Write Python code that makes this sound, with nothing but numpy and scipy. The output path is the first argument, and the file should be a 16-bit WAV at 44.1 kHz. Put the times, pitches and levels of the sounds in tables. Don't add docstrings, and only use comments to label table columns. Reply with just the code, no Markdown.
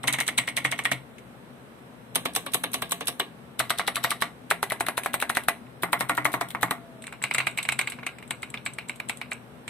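import sys
import numpy as np
from scipy import signal
from scipy.fft import rfft, irfft, next_fast_len
from scipy.io import wavfile
from scipy.ndimage import uniform_filter1d, minimum_filter1d

SR = 44100
rng = np.random.default_rng(int(sys.argv[2]) if len(sys.argv) > 2 else 0)


def bounce(signal):
    frames = np.transpose(np.atleast_2d(signal))
    limited = np.clip(frames, -1, 1)
    pcm = np.round(limited * 32767).astype(np.int16)
    wavfile.write(sys.argv[1], SR, pcm)


def nominal_scale(level):
    x = np.asarray(level, float) / 20
    return 10 ** x


N = 427329

# start t/s, treble left-right/dB, left lag/samples, case ring/dB, rattle t60/s
KEY_GROUPS = [
    (0, -1.5, 2, 3, 0.07),
    (2, -1.5, 5, 2.5, 0.05),
    (3.4, 1, -1, -0.5, 0.063),
    (4.4, 1.5, -2.15, -4, 0.062),
    (5.6, 2, -3.5, 0, 0.071),
    (6.9, -0.8, -1.16, 1.6, 0.048),
]
# pitch f/Hz, rise/(Hz per dB of blow), rattle lead/ms, stem share of rattle/dB, of snap/dB
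CAPS = [
    (1950, 30, .6, -4, -.6),
    (1420, 5, 1.8, -6, -2.5),
    (1370, 3, .3, 2.5, -.6),
    (1280, 40, .4, -3.5, -.6),
    (1180, 20, 1.2, -3, -7),
    (2090, 5, .6, -2.5, -7),
]

# contact t/s, knock level/dB, rattle level/dB; where the leaf snaps on the way also lead/ms, snap level/dB
LETTER_STROKES = [(.0826, -14, -30, 4, -18), (.14, -19, -34, 5, -22), (.186, -18, -28.5),
                  (.208, -19.5, -29, 5, -20.5), (.2862, -19.5, -35, 7.5, -20),
                  (.3857, -14.5, -30, 4.4, -15.5), (.478, -19, -34, 3, -31), (.5741, -16, -25.5, 7, -20.5),
                  (.6491, -14, -34, 4.3, -30.5), (.7231, -17, -36, 8, -24.5), (.7902, -19, -29.5, 10, -39),
                  (.8532, -13.5, -26, 4.7, -30), (.9162, -15.5, -22.5)]
SPACE_STROKES = [(2.1581, -17.5, -14.5, 8, -27.5), (2.2557, -18, -24), (2.3631, -19, -15, 12, -23),
                 (2.4647, -23.5, -31), (2.5459, -19.5, -15, 10, -21.5), (2.6391, -19, -24),
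                 (2.743, -20.5, -18.5, 9.4, -24.5), (2.8224, -20, -23.5), (2.9212, -22, -17.5, 11, -26),
                 (3.0094, -23.5, -30), (3.0835, -22.5, -18, 11.3, -21.5), (3.1988, -17, -25)]
SHIFT_STROKES = [(3.6013, -12, -30, 7.3, -17.5), (3.7047, -12.5, -21.5, 7.7, -27),
                 (3.795, -12, -32, 9.6, -24), (3.8803, -14, -30, 4, -21.5), (3.9673, -17, -32, 10.7, -22),
                 (4.045, -11.5, -30, 5.4, -19), (4.1165, -17.5, -32, 10.6, -20),
                 (4.2217, -11.5, -24.5, 6.7, -28)]
ENTER_STROKES = [(4.5117, -7.5, -24, 7, -21.5), (4.6293, -12, -21), (4.7205, -13, -24.5, 20, -28),
                 (4.8072, -12, -22.5, 6, -32), (4.8853, -12.5, -24, 20, -26.5),
                 (4.9784, -13.5, -22.5, 6, -28), (5.0603, -12.5, -27, 12.6, -34),
                 (5.1411, -12, -21, 6.8, -30), (5.2245, -11.5, -27, 10.5, -27),
                 (5.2989, -11.5, -24.5, 4, -27.5), (5.3704, -9, -22.5, 7, -31), (5.485, -7.5, -18.5)]
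PAD_STROKES = [(5.834, -12, -25.5, 10, -26), (5.9313, -9, -21, 8, -33), (6.0085, -12.5, -22.5, 6.7, -25.5),
               (6.0958, -9.5, -24, 6.8, -34), (6.1773, -10.5, -36, 6, -29.5), (6.2538, -9, -21, 6.4, -28),
               (6.3403, -12, -25, 10, -27.5), (6.4119, -14, -25), (6.5487, -17.5, -45),
               (6.6308, -9, -22.5, 8, -27), (6.7106, -13.5, -23)]
ARROW_STROKES = [(7.2391, -16, -24.5, 14, -27.5), (7.311, -21, -33), (7.3469, -17.5, -22, 8, -26),
                 (7.383, -15.5, -23), (7.4024, -16, -40), (7.4694, -15, -23.5),
                 (7.5864, -18, -36, 4, -29.5), (7.6887, -15.5, -25.5), (7.7223, -22, -24),
                 (7.791, -15.5, -21), (7.813, -21, -28.5), (7.8737, -21, -33.5), (8.0659, -20.5, -29)]
ONE_ARROW_STROKES = [(8.3084, -22.5, -25, 31, -45), (8.43, -25, -36.5, 7.7, -38),
                     (8.541, -23.5, -40, 39, -39), (8.6626, -20.5, -29, 8, -32),
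                     (8.7855, -24, -37, 50, -38), (8.8953, -24.5, -35, 9.4, -33),
                     (9.0, -27, -40, 41, -40.5), (9.096, -21, -24.5, 8.3, -29),
                     (9.2143, -25.5, -40, 42, -37.5), (9.3174, -22.5, -40, 4, -33.5)]
STROKES = (LETTER_STROKES + SPACE_STROKES + SHIFT_STROKES + ENTER_STROKES + PAD_STROKES
           + ARROW_STROKES + ONE_ARROW_STROKES)
# t/s, knock level/dB, pitch f/Hz, sometimes rattle level/dB
TOUCHES = [(.0396, -21, 1070, -34.5), (.074, -36, 2550, -20), (1.183, -44, 2600, -46), (3.957, -28, 2380),
           (4.107, -22, 2270), (4.707, -22, 2000), (4.8665, -22.5, 1780), (5.0348, -30, 2300, -30),
           (5.201, -30, 2400, -28), (5.355, -26, 2000), (5.667, -49, 2500), (6.5054, -36, 1970, -30),
           (6.6114, -36.5, 830, -35.5), (7.0402, -36, 1900, -42), (7.0687, -36, 2060, -35),
           (7.0785, -34.5, 1640), (7.125, -31, 1520, -42), (7.136, -37.5, 1410), (7.218, -32, 1790),
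           (7.5751, -25.5, 2160, -29.5), (7.6512, -25, 2230, -36), (7.9205, -27.5, 2210, -36),
           (7.9871, -31.5, 1280), (8.03, -31, 1620), (8.185, -39, 2000, -48), (8.226, -37, 1920, -47),
           (8.574, -33, 3500), (9.6788, -29.5, 1900, -33)]
# t/s, peak level/dB, stem share/dB
TICKS = [(.0335, -34.5, 2), (.1267, -20, -4), (.267, -30, -3), (.3774, -24, 0), (.488, -30, -3),
         (.6544, -26, -19), (.838, -36, -11), (.9228, -30.5, 4.5), (5.35, -30.5, 4), (5.436, -37.5, -2),
         (5.9923, -34, -2), (6.1498, -34.5, -2), (6.3194, -35, -4), (6.4868, -38, -10), (7.0225, -35, -6.5),
         (7.511, -43, -11), (7.6288, -25.5, -5), (7.8998, -28.5, -6), (9.332, -35, -24)]

# f/Hz, t60/s, level/dB under letters, space bar, shift, enter, number pad, arrows
DESK_MODES = [(130.3, 0.62, -9, -16.5, -21, -27, -18, -9), (177, 0.6, -19, -13, -22, -21.5, -18, -17),
              (263.2, 0.25, -9, -6.5, -22.5, -19, -20, -20), (299.4, 0.41, -12, -12, -20, -22.5, -16, -15),
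              (393.5, 0.2, -28, -5.5, -20.5, -12.5, -16, -17), (464, 0.16, -15, -6, -17.5, -18.5, -23, -21)]
CASE_MODES = [(685, 0.18, -10.5, -5, -7.5, -8.5, -8.5, -11.5),
              (1078, 0.17, -17, -14.5, -18.5, -16, -13, -17.5),
              (1132, 0.069, -18.5, -3, -6, -17.5, -9, -15.5),
              (1416, 0.3, -24.5, -37.5, -20.5, -22.5, -20, -22),
              (1640, 0.27, -34.5, -18.5, -22, -18.5, -24, -21.5),
              (1890, 0.14, -11.5, -15.5, -13, -18.5, -11, -36.5),
              (2000, 0.11, -15, -18, -11, -11.5, -12, -19.5),
              (2170, 0.08, -7.5, -12, -11.5, -17, -10, -12.5),
              (2423, 0.035, -21.5, -12, -20.5, -17, -21, -14),
              (2860, 0.19, -20.5, -11, -18, -22.5, -25, -19), (3450, .05, -21, -9, -21, -30, -28, -36),
              (3750, 0.15, -28.5, -8, -14, -25, -30, -23.5)]
# f/Hz, level/dB under letters, space bar, shift, enter, number pad, arrows
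LEAF_RESONANCES = [(5600, -8.5, -2.5, 1.5, -6.5, -4, -22.5), (6550, 2, -1, -6, -2.5, -3, -6.5),
                   (7350, -8, -8, -7, -12, -4, -12.5), (7780, -22, -6, 1, 2.5, -3, 7),
                   (7920, -0.5, 2, 2, -4, -5, -34), (8460, 3.5, -3, -2, 2, .5, 1.5),
                   (9300, -7.5, 2.5, -3, -4, -4, -15), (10470, -5, -1.5, -3.5, 3.5, -1.5, -12),
                   (13000, -19, -2, -9, -9.5, -9, -21.5), (14200, -13, -7, -10, -5, 1.5, -43)]
# f/Hz, left-right likeness/1
KEYBOARD_LIKENESS = [(300, 1), (1200, 0.56), (3000, 0.38), (7000, 0.2)]

# f/Hz, level/(dB per Hz)
FAN_SPECTRUM = [(45, -30), (68, -9), (108, -13.5), (122, 4.5), (140, -5), (215, -5), (244, 2.5),
                (275, -10.5), (450, -10), (800, -15.5), (1400, -19.5), (4100, -33.5), (5800, -34),
                (14000, -42)]
# f/Hz, left-right likeness/1
FAN_LIKENESS = [(60, 0.67), (240, 0.93), (950, 0.024), (3770, -0.18), (15000, 0.098)]
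# t/s, f/Hz, level/dB
WHINE = [
    (6.7, 699, -87),
    (6.76, 690, -43.5),
    (7.082, 637, -48),
    (7.15, 650, -85),
]

# f/Hz, level/dB
OVERALL_TONE = [(30, -20), (60, -9.87), (4150, -4.05), (4300, -8.5), (7450, -12), (7650, -4.3),
                (14200, -4.3), (14500, -22), (15700, -22), (16100, -44)]
# f/Hz, left-right/dB
PORT_LEAN = [(60, 7.5), (240, 5.5), (950, -1), (3770, 0.0), (15000, 2)]

EVENT_LEN, LEAD_LEN, RING_LEN = 7168, 1024, 6144
TIME_S = (np.arange(EVENT_LEN) - LEAD_LEN) / SR


def knocks():
    t_s, db, cap_hz = blows()
    modes = np.array(DESK_MODES + CASE_MODES)
    mode_hz = modes[:, 0]

    peak_s = .0006
    blow_t60_s = .0038 * (cap_hz[:, None] / 1300) ** 1.4
    swell = np.exp(-((TIME_S - peak_s) / .0003) ** 2)
    push = np.where(TIME_S < peak_s, swell, nominal_scale(-60 * (TIME_S - peak_s) / blow_t60_s))
    blow = (push * np.sin(2 * np.pi * cap_hz[:, None] * (TIME_S - .0004)))[:, None]

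    favour_db = -4 * np.log2(mode_hz.clip(600) / cap_hz[:, None]) ** 2
    levels_db = modes[:, 2:].T[group(t_s)] + favour_db
    case = rings(modes[:, :2], levels_db, spread_db=1.8, rise_s=0.0037)

    def colour_db(hz):
        return np.array([along([(60, -70), *zip(mode_hz, row), (9000, -48)], hz) for row in levels_db])

    after = 1 - np.exp(-np.maximum(TIME_S, 0) / 0.0011)
    decay = nominal_scale(-60 * TIME_S / 0.033) + nominal_scale(-10.5 - 60 * TIME_S / .2)
    scatter = pair(len(t_s), EVENT_LEN, colour_db, KEYBOARD_LIKENESS) * after * decay
    chatter = uniform_filter1d(rng.standard_normal((len(t_s), 1, EVENT_LEN)), 45)
    scatter = scatter * nominal_scale(18 * chatter)

    body = nominal_scale(in_force(t_s, column=3)) * (nominal_scale(-4.5) * case + nominal_scale(-.3) * scatter)
    sounds = nominal_scale(db)[:, None, None] * (nominal_scale(9) * blow + body)
    pan_db = .06 * in_force(t_s, column=1).ravel()
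    return placed(sounds, t_s, pan_db)


def blows():
    t_s, db = np.transpose([row[:2] for row in STROKES])
    usual_db = np.array([db[group(t_s) == g].mean() for g in group(t_s)])
    cap_hz, rise_hz = np.array(CAPS)[group(t_s), :2].T
    scatter = 1 + .05 * rng.standard_normal(len(t_s))
    pitch_hz = (cap_hz + rise_hz * (db - usual_db)) * scatter
    return np.transpose([*zip(t_s, db, pitch_hz), *(row[:3] for row in TOUCHES)])


def rings(modes, levels_db, spread_db, rise_s):
    t = np.arange(RING_LEN) / SR
    out = np.zeros((len(levels_db), 2, EVENT_LEN))
    for (hz, t60_s), db in zip(modes, levels_db.T[..., None]):
        level, tune, phase, lead, beat = rng.standard_normal((len(db), 5)).T[..., None]
        swing = nominal_scale(db + spread_db * level - 70 * t / t60_s) * (1 - np.exp(-t / rise_s))
        beat_turn = 2 * np.pi * 0.0318 * hz * beat * t + 4 * phase
        swing = swing * (1 + 1.25 * np.sin(beat_turn.astype(np.float32)))
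        for port in range(2):
            port_phase = port * lead * min(hz / 2500, 1.5)
            turn = 2 * np.pi * hz * (1 + 0.013 * tune) * t + 3 * phase + port_phase
            out[:, port, LEAD_LEN:LEAD_LEN + len(t)] += swing * np.sin(turn.astype(np.float32))
    return out


def clicks():
    t_s, db, stem_db = snaps()
    table = np.array(LEAF_RESONANCES)
    levels_db = table[:, 1:].T[group(t_s)] + 3.8 * rng.standard_normal((len(t_s), len(table)))

    def leaf_db(hz):
        return np.array([along([(1500, -40), *zip(table[:, 0], row), (16500, row[-1] - 6)], hz)
                         for row in levels_db])

    def stem_colour_db(hz):
        return along([(1200, -6.5), (3900, 5.5), (5500, -7.5), (9000, -10.5)], hz)[None]

    leaf = pair(len(t_s), EVENT_LEN, leaf_db, KEYBOARD_LIKENESS)
    stem = pair(len(t_s), EVENT_LEN, stem_colour_db, KEYBOARD_LIKENESS)
    bounces = uniform_filter1d(rng.standard_normal((len(t_s), 1, EVENT_LEN)), 25)
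    spikes = nominal_scale(3.4 * bounces * 6.5)

    snap = nominal_scale(2.5) * fade(0.0073, 0.00016)
    rattle = nominal_scale(-4) * spikes * fade(in_force(t_s, column=4), 0.002)
    room_tail = nominal_scale(-17.5) * fade(0.27, 0.0011)
    source = nominal_scale(.7) * leaf + nominal_scale(stem_db - .3)[:, None, None] * stem
    sounds = nominal_scale(db)[:, None, None] * source * (snap + rattle + room_tail)
    return placed(sounds, t_s + 0.00053, in_force(t_s, column=1).ravel())


def snaps():
    def cap(t_s):
        return CAPS[group(t_s)]

    rows = [(t - cap(t)[2] / 1e3, db, cap(t)[3]) for t, _, db, *_ in STROKES]
    rows += [(t - leaf[0] / 1e3, leaf[1], cap(t)[4]) for t, _, _, *leaf in STROKES if leaf]
    rows += [(t, rattle[0], cap(t)[3]) for t, _, _, *rattle in TOUCHES if rattle]
    # lead/ms, level/dB, stem share/dB
    bar_slack, shift_slack = (16, -38, -14), (9, -39, 3)
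    for strokes, (lead_ms, db, stem_db) in ((SPACE_STROKES, bar_slack), (SHIFT_STROKES, shift_slack)):
        rows += [(t - (leaf[0] + lead_ms) / 1e3, db, stem_db) for t, _, _, *leaf in strokes[2:] if leaf]
    return np.transpose(rows + TICKS)


def fade(t60_s, rise_s):
    return np.where(TIME_S < 0, np.exp(np.minimum(TIME_S, 0) / rise_s), nominal_scale(-60 * TIME_S / t60_s))


def group(times_s):
    return np.searchsorted(np.array(KEY_GROUPS)[:, 0], times_s, side="right") - 1


def in_force(times_s, column):
    return np.array(KEY_GROUPS)[group(times_s), column][:, None, None]


def placed(sounds, times_s, pans_db):
    out = np.zeros((2, N + 2 * EVENT_LEN))
    lags = in_force(times_s, column=2).ravel()
    for sound, t_s, pan_db, lag in zip(sounds, times_s, pans_db, lags):
        for port, sign in enumerate((.5, -.5)):
            start = round(t_s * SR + sign * lag)
            out[port, start:start + EVENT_LEN] += nominal_scale(sign * pan_db) * sound[port]
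    return out[:, LEAD_LEN:LEAD_LEN + N]


def pair(count, size, colour_db, alike):
    hz = np.fft.rfftfreq(size, 1 / SR)
    turn = np.arccos(np.clip(along(alike, hz), -1, 1)) / 2
    z = rfft(rng.standard_normal((count, 2, size))) * nominal_scale(colour_db(hz))[..., None, :]
    mid, side = z[:, 0] * np.cos(turn), z[:, 1] * np.sin(turn)
    x = irfft(np.stack([mid + side, mid - side], axis=1), size)
    return x / x.std(axis=(1, 2), keepdims=True)


def along(points, hz):
    f, v = np.transpose(points)
    return np.interp(np.log(hz + 1), np.log(f + 1), v)


def room():
    fan = pair(1, next_fast_len(N), lambda hz: along(FAN_SPECTRUM, hz)[None], FAN_LIKENESS)[0, :, :N]
    t_s, hz, db = np.transpose(WHINE)
    t = np.arange(N) / SR
    phase = 2 * np.pi * np.cumsum(np.interp(t, t_s, hz)) / SR
    whine = nominal_scale(np.interp(t, t_s, db, -150, -150)) * np.sin(phase)
    return nominal_scale(-39.5) * fan + whine


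def scene():
    return knocks() + clicks() + room()


def filtered(x, response):
    m = next_fast_len(x.shape[-1])
    return irfft(rfft(x, m) * response(np.fft.rfftfreq(m, 1 / SR)), m)[..., :x.shape[-1]]


def flutter(x, depth_db):
    hz, _, z = signal.stft(x, SR, nperseg=512)
    weak = (hz > 4250) & (hz < 7650)
    level_db = 10 * np.log10(np.mean(abs(z[:, weak]) ** 2, axis=(0, 1)) + 1e-14)
    nearby_peak_db = -minimum_filter1d(-level_db, size=25)
    masked = np.clip((nearby_peak_db - level_db - 7) / 6, 0, 1)
    masked = np.maximum(masked, .14 * (level_db < np.median(level_db)))
    patches = rng.standard_normal((len(hz) // 3 + 1, z.shape[-1] // 10 + 1))
    patches = patches.repeat(3, axis=0).repeat(10, axis=1)[:len(hz), :z.shape[-1]]
    duck_db = -depth_db * (patches > .6) * weak[:, None] * masked
    return signal.istft(z * nominal_scale(duck_db), SR, nperseg=512)[1][:, :N]


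def roll_off(x):
    return signal.sosfilt(signal.butter(12, 16800, fs=SR, output="sos"), x)


def record(dry):
    def port_response(hz):
        return nominal_scale(along(OVERALL_TONE, hz) + along(PORT_LEAN, hz) * np.array([[.5], [-.5]]))

    heard = flutter(filtered(dry, port_response), depth_db=32)
    return roll_off(np.clip(heard, -1, 1))


dry = scene()
out = record(dry)
bounce(out)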